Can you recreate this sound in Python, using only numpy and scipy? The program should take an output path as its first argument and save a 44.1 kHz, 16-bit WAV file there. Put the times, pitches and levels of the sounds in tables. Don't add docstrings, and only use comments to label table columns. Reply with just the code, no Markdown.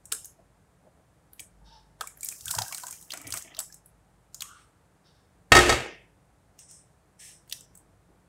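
import sys
import numpy as np
from scipy import signal
from scipy.fft import rfft, irfft
from scipy.io import wavfile
from scipy.ndimage import uniform_filter1d, minimum_filter1d

SR = 44100
rng = np.random.default_rng(int(sys.argv[2]) if len(sys.argv) > 2 else 0)


def waveform_to_disk(signal):
    frames = np.transpose(np.atleast_2d(signal))
    scaled = np.clip(frames, -1, 1) * 32767
    samples = np.round(scaled).astype(np.int16)
    wavfile.write(sys.argv[1], SR, samples)


N = 365148

# (frequency [Hz], relative level [dB])
FLOOR_SPECTRUM = [(15, -33), (25, -28), (59, 1), (183, 1.5), (221, -10.5), (305, -6.5), (368, -11.5),
                  (399, -9), (804, -10.5), (997, -14), (1710, -18), (2850, -27), (5430, -30.5), (8810, -26),
                  (15500, -40.5)]
FLOOR_DB = -63
HUM_HZ, HUM_DB, HUM_BEAT_HZ, HUM_LOUDEST_S, HUM_SECOND_DB = 50.3, -73, .49, 3.95, -5
# (time [s], level with the suppressor closed [dB], hold [s])
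HUM_SWELL = [(1.5, -63, 0.08)]
# (frequency [Hz], relative level [dB], t60 [s])
ROOM_BANDS = [(100, -4, 0.57), (430, -6.5, 0.69), (1200, -12.5, .55), (2620, -3.5, 0.62), (4000, -8, 0.4),
              (5090, -13, 0.62), (8500, -4.5, 0.27), (11300, -8.5, 0.36), (15270, -4.5, .3)]
# (frequency [Hz], gain [dB])
WATER_TO_ROOM = [(1800, -3.5), (2600, -10.5), (4700, -7), (5200, 3), (11000, 2.5), (15000, -9)]
RING_IN_ROOM_DB = -8.5
# (time [s], level [dB], hold [s], first pitch [Hz], last pitch [Hz], waver speed [Hz])
HOOTS = [(1.586, -53, 0.097, 870, 887, 110.4), (4.388, -53.5, .1, 901.6, 1295, 457.4)]
# (time [s], level [dB], hold [s], lower part above level [dB], top above level [dB])
RUSTLES = [(4.44, -60.5, .16, -0.5, -9), (6.583, -53, 0.015, -9.5, -25), (6.682, -55.5, 0.065, -13.5, -14),
           (7.188, -50, 0.088, -6.5, -9.5)]
# (frequency [Hz], gain [dB])
RUSTLE_SPECTRUM = [(1300, -26.5), (1700, 3), (4700, -4.5), (5200, 0.5), (7000, -3), (8300, 5), (9500, -0.5),
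                   (10000, 0), (15500, -16.5)]
# (time [s], level [dB], hold [s])
SQUEAKS = [(1.635, -56.5, 0.1), (5.03, -59, 0.02), (5.135, -66.5, .03)]
# (frequency [Hz], width [Hz], relative level [dB])
SQUEAK_BANDS = [(1650, 250, -2.5), (3140, 1300, -12), (3720, 340, -3), (4547, 470, -4), (5220, 310, -4.5)]
# (time [s], level [dB], hold [s])
BUMPS = [(2.27, -65.5, 0.056), (2.42, -46, 0.1), (2.54, -49, 0.093), (2.9, -48.5, 0.014), (3.24, -48, .12),
         (3.58, -69, 0.014)]
# (time [s], level [dB], hold [s])
LAPS = [(.12, -57.5, .02), (.385, -55.5, .02), (.83, -53.5, .04), (.96, -56, 0.034), (1.4, -51, .01),
        (2.01, -55, .02), (7.3, -62, .03), (7.7, -57.5, 0.022), (7.79, -59, 0.099), (8.08, -55.5, 0.087)]
# (time [s], fine spray level [dB], gurgle level [dB])
STIRRED_WATER = [(2.1, -74.5, -69), (2.27, -50, -63.5), (2.44, -53, -64), (2.52, -37, -57), (2.6, -45, -54),
                 (2.75, -47.5, -68.5), (2.91, -48, -57.5), (3.02, -57, -63), (3.29, -64, -56),
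                 (3.37, -39.5, -51), (3.44, -60, -58.5), (3.6, -86, -54.5), (3.7, -90, -85)]
LARGE_POCKETS_DB = -3
# (time [s], level [dB], hold [s], upper part above the level [dB])
SCRAPES = [(3.131, -46.5, 0.017, 0), (3.172, -48, 0.045, -8), (3.24, -47, 0.047, -5.5),
           (3.334, -48, 0.033, 0), (3.445, -47.5, .01, -7), (3.468, -55.5, 0.0137, -2),
           (3.506, -53, 0.017, -9.5)]
# (frequency [Hz], relative strength [dB], t60 [s])
SCRAPE_LOW = [(311, 4, 0.052), (689, 5, 0.028), (1230, -1.5, 0.029)]
# (frequency [Hz], relative strength [dB], t60 [s])
SCRAPE_HIGH = [(1975, -3, 0.042), (2250, 5.5, 0.017), (2240, -17, 0.009)]
# (time [s], blow strength [dB], worktop thump above the blow, before its own gain [dB])
BLOWS = [(5.5198, 5.5, -25), (5.5519, 0, -23), (5.566, 0, -19.5), (5.5736, -5.5, -22.5), (5.5892, -4, -18),
         (5.664, -19.5, -10.5), (5.694, -8, -11.5), (5.6993, -8.5, -15), (5.7251, -12, -10.5),
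         (5.7426, -17.5, -14), (5.805, -27.5, -9), (5.8618, -37, -2)]
# (time [s], strength before the gain of each path [dB])
CHATTER = [(5.519, -7.5), (5.523, -11), (5.547, -18), (5.565, -9), (5.651, -21), (5.689, -19), (5.699, -15),
           (5.9, -52.5)]
# (frequency [Hz], relative strength [dB], t60 [s])
PLATE_TONES = [(880, -16, .04), (1284, -4, .13), (1851, 0, .075), (2120, -6, .06), (2240, -9, .06),
               (2557, -14, .1), (2900, -14, .07), (3300, -7, .056), (3800, -10, .06), (4580, -5, .035),
               (5426, -17, .05), (6019, -20, .05), (6680, -19, .05), (7617, -21, .05)]
PLATE_RING_DB = -10
# (frequency [Hz], relative strength [dB], t60 [s])
WORKTOP_TONES = [(70, -8, .13), (121.9, -5.5, 0.12), (325.8, -19, 0.028), (361, -11.5, 0.23),
                 (475, -5, 0.069), (580.7, -14, 0.14), (697.7, -11, 0.021), (810, -2.5, 0.059)]
# (time [s], level before a shared gain [dB], starting pitch [Hz], t60 [s])
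BUBBLES = [(0.121, -44.5, 445, 0.079), (2.011, -42, 450, 0.053), (0.122, -38, 1384, 0.027),
           (0.132, -34.5, 1600, 0.018), (0.389, -47.5, 650, 0.046), (0.869, -51, 595, 0.053),
           (1.394, -43, 2300, 0.031), (2.01, -33.5, 1264, 0.04), (2.039, -27.5, 1090, 0.013),
           (2.072, -32.5, 2260, 0.015), (2.231, -31, 2280, 0.014), (2.322, -33, 2420, 0.015),
           (2.455, -52.5, 2230, 0.037), (2.467, -33, 1540, 0.02), (2.493, -39, 1410, 0.033),
           (2.537, -28.5, 1010, 0.023), (2.554, -38, 654, 0.04), (2.586, -12.5, 903, 0.013),
           (2.613, -23.5, 747, 0.023), (2.634, -55, 840, 0.034), (2.661, -39.5, 1580, 0.028),
           (2.688, -42, 1600, 0.025), (2.711, -40, 1090, 0.035), (2.726, -43.5, 2240, 0.056),
           (2.785, -48, 1510, 0.04), (2.834, -35, 987, 0.044), (2.868, -42, 1530, 0.022),
           (2.886, -42.5, 1010, 0.033), (2.927, -54, 2370, 0.081), (3.1, -46, 2620, 0.036),
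           (3.135, -43, 1400, 0.061), (3.149, -41, 726, 0.022), (3.173, -66, 640, 0.04),
           (3.339, -46.5, 1180, 0.061), (3.518, -42, 1970, 0.02), (3.58, -42.5, 647, 0.058),
           (3.601, -45, 943, 0.044), (3.699, -46, 1660, 0.034)]
# (time [s], level of the whole slap [dB], centre of hiss [Hz],
# centre of middle [Hz], middle level within the slap [dB], plop level within the slap [dB])
SLAPS = [(0.0543, -31, 8140, 3850, -26, -43), (0.1184, -30.5, 5080, 2970, 1.5, -35),
         (0.1216, -10.5, 8730, 4100, -13.5, -27.5), (0.1307, -19, 8040, 3670, -28, -32),
         (0.1472, -30.5, 9890, 4590, -15, -16), (0.245, -27.5, 6900, 4190, -49, -44),
         (0.2544, -26.5, 10200, 4800, -49, -33), (1.3318, -35.5, 11700, 3880, -16, -25),
         (1.394, -32, 6600, 3130, -3, -44), (1.4012, -25, 8320, 2400, -34, -56),
         (2.0088, -22, 7540, 3700, -5.5, -5.5), (2.019, -33.5, 8000, 2660, -9, -31),
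         (2.0717, -23.5, 7890, 2310, -29, -32), (2.172, -36, 11600, 1920, -14, -18),
         (2.2074, -28.5, 8460, 4590, -23, -41), (2.2303, -18, 7400, 2370, -31.5, -51),
         (2.2454, -17, 11000, 4570, -37, -47), (2.257, -25, 7200, 4590, -24.5, -38),
         (2.2664, -26, 8110, 4600, -35, -49), (2.2859, -14, 7210, 4430, -32, -52),
         (2.2997, -31.5, 9630, 4670, -29, -33), (2.3142, -28.5, 8840, 2470, -28, -19),
         (2.3224, -26.5, 8260, 2440, -24, -24), (2.4074, -27, 7040, 4500, -18, -31),
         (2.4558, -19.5, 8860, 4630, -31, -52), (2.4795, -22.5, 8020, 3330, -4.5, -33),
         (2.5056, -18.5, 8750, 4330, -28, -17), (2.5097, -11.5, 8130, 4350, -18, -40),
         (2.5379, -29.5, 8520, 4690, -23, -3), (2.5491, -18.5, 7460, 4800, -13, -26),
         (2.5624, -34, 8360, 4790, -8, -7), (2.583, -29.5, 8460, 2380, 3.5, -3),
         (2.586, -17, 6990, 4260, -3.5, -13), (2.6184, -22, 6780, 4300, -1.5, -15),
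         (2.6803, -23.5, 8090, 4610, -20, -50), (2.7236, -22.5, 6240, 2350, -6, -18),
         (2.7456, -20.5, 8710, 4500, -8.5, -28), (2.7741, -32, 6440, 4740, -12, -21),
         (2.7802, -22.5, 8600, 2640, -23, -21.5), (2.798, -32, 8170, 2400, -12, -17),
         (2.8346, -29.5, 7620, 4270, -11.5, -6), (2.8675, -23, 7810, 1900, -31, -42),
         (2.8819, -26.5, 7200, 3200, -21.5, -23.5), (2.9083, -24.5, 8500, 3910, -32, -27),
         (2.9252, -27, 6890, 2450, -25, -19.5), (3.0113, -34, 9350, 4640, -28, -31),
         (3.025, -36, 8380, 4250, -14, -30), (3.1043, -37.5, 6210, 3200, 9.5, -38),
         (3.1187, -40.5, 5360, 4640, 16, -66), (3.1353, -24.5, 7620, 2510, -6, -17),
         (3.1725, -25.5, 6790, 2120, -19, -26), (3.214, -29, 7780, 1950, -43, -35),
         (3.2684, -25.5, 6050, 2300, -27, -32), (3.274, -26.5, 9360, 2430, -28, -28),
         (3.304, -25.5, 8210, 2400, -15, -42), (3.3225, -22.5, 8320, 4820, -1, -47),
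         (3.3384, -17.5, 8300, 2440, -18, -16.5), (3.3722, -20, 8100, 4600, -20, -45),
         (3.3788, -26.5, 5300, 4600, -41, -28), (3.4222, -27, 7060, 1980, -55, -33),
         (3.5464, -44.5, 5370, 4030, 6.5, -25), (3.5667, -40.5, 5460, 4050, 4, -34),
         (3.5895, -13, 7660, 4520, -15.5, -45), (3.6014, -20.5, 11500, 4670, -11.5, -17.5),
         (3.724, -33, 6070, 4800, -42, -33), (3.742, -31, 8300, 4350, -35, -38),
         (3.8587, -35.5, 9830, 1960, -37, -30), (4.3443, -24.5, 6920, 4070, -22, -29),
         (4.4059, -27.5, 7080, 4320, -2, -24), (4.42, -23, 7200, 2770, -1.5, -28.5),
         (6.5894, -35, 6300, 2590, -12.5, -34), (6.7107, -37, 7970, 4270, -18, -27),
         (7.476, -50, 8400, 1933, 5, -10), (7.4959, -33, 7970, 4240, -14.5, -38),
         (7.5116, -41, 6910, 3350, 3, -31), (7.5241, -19.5, 5820, 3470, -3, -59),
         (7.563, -37, 5530, 3360, -33, -24), (7.6071, -36, 7530, 4100, -26, -28),
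         (7.7517, -34, 7930, 2070, -39, -29), (7.7737, -37, 8490, 2120, -36, -26)]
GATE_EDGES_HZ = [0, 250, 600, 1100, 1700, 2600, 3700, 5000, 6200, 7700, 9600, 12000, 16000]
GATE_DEPTH_DB, GATE_OPEN_DB, GATE_KNEE_DB, GATE_HOLD_S = 10, 6, 8.5, 0.04
TOP_HZ = 15600


def undb(db):
    return 10 ** (np.asarray(db) / 20)


def level(x, db):
    return x * undb(db) / np.sqrt(np.mean(x ** 2))


def colour(x, hz, db):
    f = np.maximum(np.arange(len(x) // 2 + 1) * SR / len(x), 1)
    gain = undb(np.interp(np.log(f), np.log(hz), db))
    return irfft(rfft(x) * gain, len(x))


def curve(rows, column=1):
    rows = np.array(rows)
    return undb(np.interp(np.arange(N) / SR, rows[:, 0], rows[:, column], -150, -150))


def swells(rows, attack_s, t60):
    t, out = np.arange(N) / SR, 0
    for s, db, hold in rows:
        fall = np.exp(-np.log(1000) * np.maximum(t - s - attack_s - hold, 0) / t60)
        out = out + undb(db) * np.clip((t - s) / attack_s, 0, 1) * fall
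    return out


def add(out, s, sound):
    i = int(s * SR)
    out[i:i + len(sound)] += sound[:N - i]


def ring(x, modes):
    out = 0
    for hz, db, t60 in modes:
        pole = np.exp(2j * np.pi * hz / SR - np.log(1000) / (t60 * SR))
        out = out + undb(db) * signal.lfilter([1], [1, -pole], x).imag
    return out


def grains(rate, scatter_db):
    size = np.minimum(rng.exponential(size=N), 3)
    happens = rng.random(N) < rate / SR
    return happens * undb(scatter_db * size) * rng.choice([-1, 1], N)


def floor():
    t = np.arange(N) / SR
    noise = level(colour(rng.standard_normal(N), *np.transpose(FLOOR_SPECTRUM)), FLOOR_DB)
    pair = 1 + undb(HUM_SECOND_DB) * np.exp(2j * np.pi * HUM_BEAT_HZ * (t - HUM_LOUDEST_S))
    strength = undb(HUM_DB) * pair + swells(HUM_SWELL, 0.072, 1.1)
    hum = (strength * np.exp(2j * np.pi * HUM_HZ * t)).imag
    return undb(GATE_DEPTH_DB) * (noise + np.sqrt(2) * hum)


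def kitchen(x, gap_ms=4.5):
    hz, db, t60 = np.transpose(ROOM_BANDS)
    t, tail = np.arange(SR) / SR, 0
    spectrum = rfft(rng.standard_normal(SR))
    place = np.log(np.arange(SR // 2 + 1) + 1.)
    for k in range(len(hz)):
        share = np.interp(place, np.log(hz), np.arange(len(hz)) == k)
        band = irfft(spectrum * share, SR)
        tail = tail + undb(db[k]) * band * np.exp(-np.log(1000) * t / t60[k])
    tail = tail * np.clip(t * 1e3 / gap_ms - .5, 0, 1) * undb(-31.0)
    return signal.fftconvolve(x, tail)[:N]


def hoots(glide_s=0.1):
    out = 0
    for s, db, hold, first_hz, last_hz, waver_hz in HOOTS:
        span = int(SR / waver_hz)
        hz = np.interp(np.arange(N) / SR, [s, s + glide_s], [first_hz, last_hz])
        a, b = (uniform_filter1d(uniform_filter1d(rng.standard_normal(N), span), span) for _ in range(2))
        phase = 2 * np.pi * np.cumsum(hz) / SR
        tone = level(a * np.sin(phase) + b * np.cos(phase), 0)
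        out = out + tone * swells([(s, db, hold)], 0.057, .9)
    return out


def rustles():
    hiss = colour(rng.standard_normal(N), *np.transpose(RUSTLE_SPECTRUM))
    edges_hz = [4690, 5130, 9700, 9900]
    main = level(colour(hiss, edges_hz, [-40, 0, 0, -40]), 0)
    lower = level(colour(hiss, edges_hz, [0, -40, -40, -40]), 0)
    top = level(colour(hiss, edges_hz, [-40, -40, -40, 0]), 0)
    out = 0
    for s, db, hold, lower_db, top_db in RUSTLES:
        mix = main + undb(lower_db) * lower + undb(top_db) * top
        out = out + swells([(s, db, hold)], .012, .55) * mix
    return out


def squeaks():
    modes = [(hz, db + 10 * np.log10(width), 2.4 / width) for hz, width, db in SQUEAK_BANDS]
    squeak = level(ring(rng.standard_normal(N), modes), 0)
    return squeak * swells(SQUEAKS, 0.03, .6)


def pot_bumps():
    rumble = ring(grains(130, 3.2), [(75, 3.5, 0.075), (108.6, 3.5, 0.16), (159.9, -10, 0.19)])
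    rumble = colour(rumble, [40, 70], [-20, 0])
    return level(rumble, 0) * swells(BUMPS, 0.013, 0.17)


def pockets(lo_hz, hi_hz, rate, cycles, count):
    pitches = lo_hz * (hi_hz / lo_hz) ** ((np.arange(count) + rng.random(count)) / count)
    return level(sum(ring(grains(rate, 2.9), [(hz, 0, cycles / hz)]) * np.sqrt(hz) for hz in pitches), 0)


def gurgles():
    large = pockets(230., 950., 94, 5.3, count=6)
    small = pockets(850., 3600., 43, 25, count=10)
    stirred = curve(STIRRED_WATER, column=2)
    return large * (undb(LARGE_POCKETS_DB) * stirred + swells(LAPS, 0.0081, 0.091)) + small * stirred


def spray():
    ticks = ring(grains(2150, 2.5), [(6216, 3.5, 0.00035), (8540, 2.0, 0.00039), (12500, -13.0, 0.0011)])
    ticks = colour(ticks, [3500, 5200], [-18, 0])
    return level(ticks, 0) * curve(STIRRED_WATER)


def scrape():
    grit = grains(1200, 5.3)
    low = colour(level(ring(grit, SCRAPE_LOW), 0), [150, 250], [-20, 0])
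    high = level(ring(grit, SCRAPE_HIGH), 0)
    out = 0
    for s, db, hold, upper_db in SCRAPES:
        out = out + swells([(s, db, hold)], 0.004, 0.067) * (low + undb(upper_db) * high)
    return out


def plate(contact_ms=0.035):
    push, thump, crack = np.zeros(N), np.zeros(N), np.zeros(N)
    t = np.arange(1024) / SR
    shape = np.sin(np.pi * np.minimum(t * 1e3 / contact_ms, 1))
    shape = shape / shape.sum()
    for s, db, thump_db in BLOWS:
        add(push, s, undb(db + PLATE_RING_DB) * shape)
        add(thump, s, undb(db + thump_db) * shape)
        add(crack, s, undb(db) * rng.standard_normal(1024) * np.exp(-t / 0.0055))
    chatter = level(grains(3000, 1.3), 0) * curve(CHATTER)
    crack = colour(undb(-6.0) * crack + undb(-3.5) * chatter, [100, 300, 700, 1500, 4000, 8000, 15000],
                   [-29.5, 6.0, 6, 5, -3, -4.5, -26.0])
    plate_ring = ring(push + undb(-41) * chatter, PLATE_TONES)
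    worktop_ring = undb(4.0) * ring(thump + undb(-37.0) * chatter, WORKTOP_TONES)
    no_rumble = signal.butter(3, 52., "high", fs=SR, output="sos")
    return signal.sosfilt(no_rumble, plate_ring + worktop_ring), crack


def bubbles(glide=0.058):
    out, t = np.zeros(N), np.arange(6000) / SR
    for s, db, hz, t60 in BUBBLES:
        phase = 2 * np.pi * hz * (t + glide * t ** 2 / (2 * t60))
        fade = np.exp(-np.log(1000) * t / t60) * np.minimum(t / 0.0048, 1)
        add(out, s, undb(db + 7) * np.sin(phase) * fade)
    return out


def slaps(fall_ms=3.2, low_fall_ms=6.):
    out, t = np.zeros(N), np.arange(2048) / SR
    for s, db, hz, mid_hz, mid_db, low_db in SLAPS:
        noise = rng.standard_normal(2048)
        high = colour(noise, hz * np.array([.55, .72, 1, 1.3, 1.9]), [-22, -12.5, -0.5, -9.5, -15])
        mid = colour(noise, mid_hz * np.array([.55, .8, 1, 1.3, 1.9]), [-20.5, -7, -0.5, -11, -21.5])
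        low = colour(noise, [300, 650, 1550, 2270], [-47.5, -6.0, 3, -40.5])
        burst = (level(high, -4.5) + level(mid, mid_db)) * np.exp(-t * 1e3 / fall_ms)
        burst = burst + level(low, low_db) * np.exp(-t * 1e3 / low_fall_ms)
        add(out, s, undb(db) * burst * np.minimum(t / 0.0018, 1))
    return out


def scene():
    water = slaps() + bubbles()
    rung, crack = plate()
    water_sent = colour(water, *np.transpose(WATER_TO_ROOM))
    ring_sent = colour(rung, [150, 300], [-14, RING_IN_ROOM_DB])
    room = kitchen(water_sent + ring_sent + crack)
    background = floor() + hoots() + rustles() + squeaks()
    pot = pot_bumps() + gurgles() + spray()
    return (background + room + pot + scrape() + rung + crack + water)[None]


def suppressor(x):
    f, _, z = signal.stft(x, SR, nperseg=512)
    hold = max(int(GATE_HOLD_S * SR / 256), 1)
    for lo, hi in zip(GATE_EDGES_HZ, GATE_EDGES_HZ[1:]):
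        band = (f >= lo) & (f < hi)
        power = uniform_filter1d(np.mean(np.abs(z[band]) ** 2, axis=0), 5)
        over_db = 10 * np.log10(power / np.percentile(power, 30))
        opened = np.clip((over_db - GATE_OPEN_DB) / GATE_KNEE_DB, 0, 1)
        opened = -minimum_filter1d(-opened, hold, origin=(hold - 1) // 2)
        z[band] *= undb(GATE_DEPTH_DB * (uniform_filter1d(opened, 3) - 1))
    return signal.istft(z, SR, nperseg=512)[1][:N]


def record(dry):
    clean = suppressor(dry[0])[None]
    rounded = np.tanh(1.2 * clean) / 1.2
    return signal.sosfilt(signal.ellip(8, .2, 70, TOP_HZ, fs=SR, output="sos"), rounded)


dry = scene()
out = record(dry)
waveform_to_disk(out)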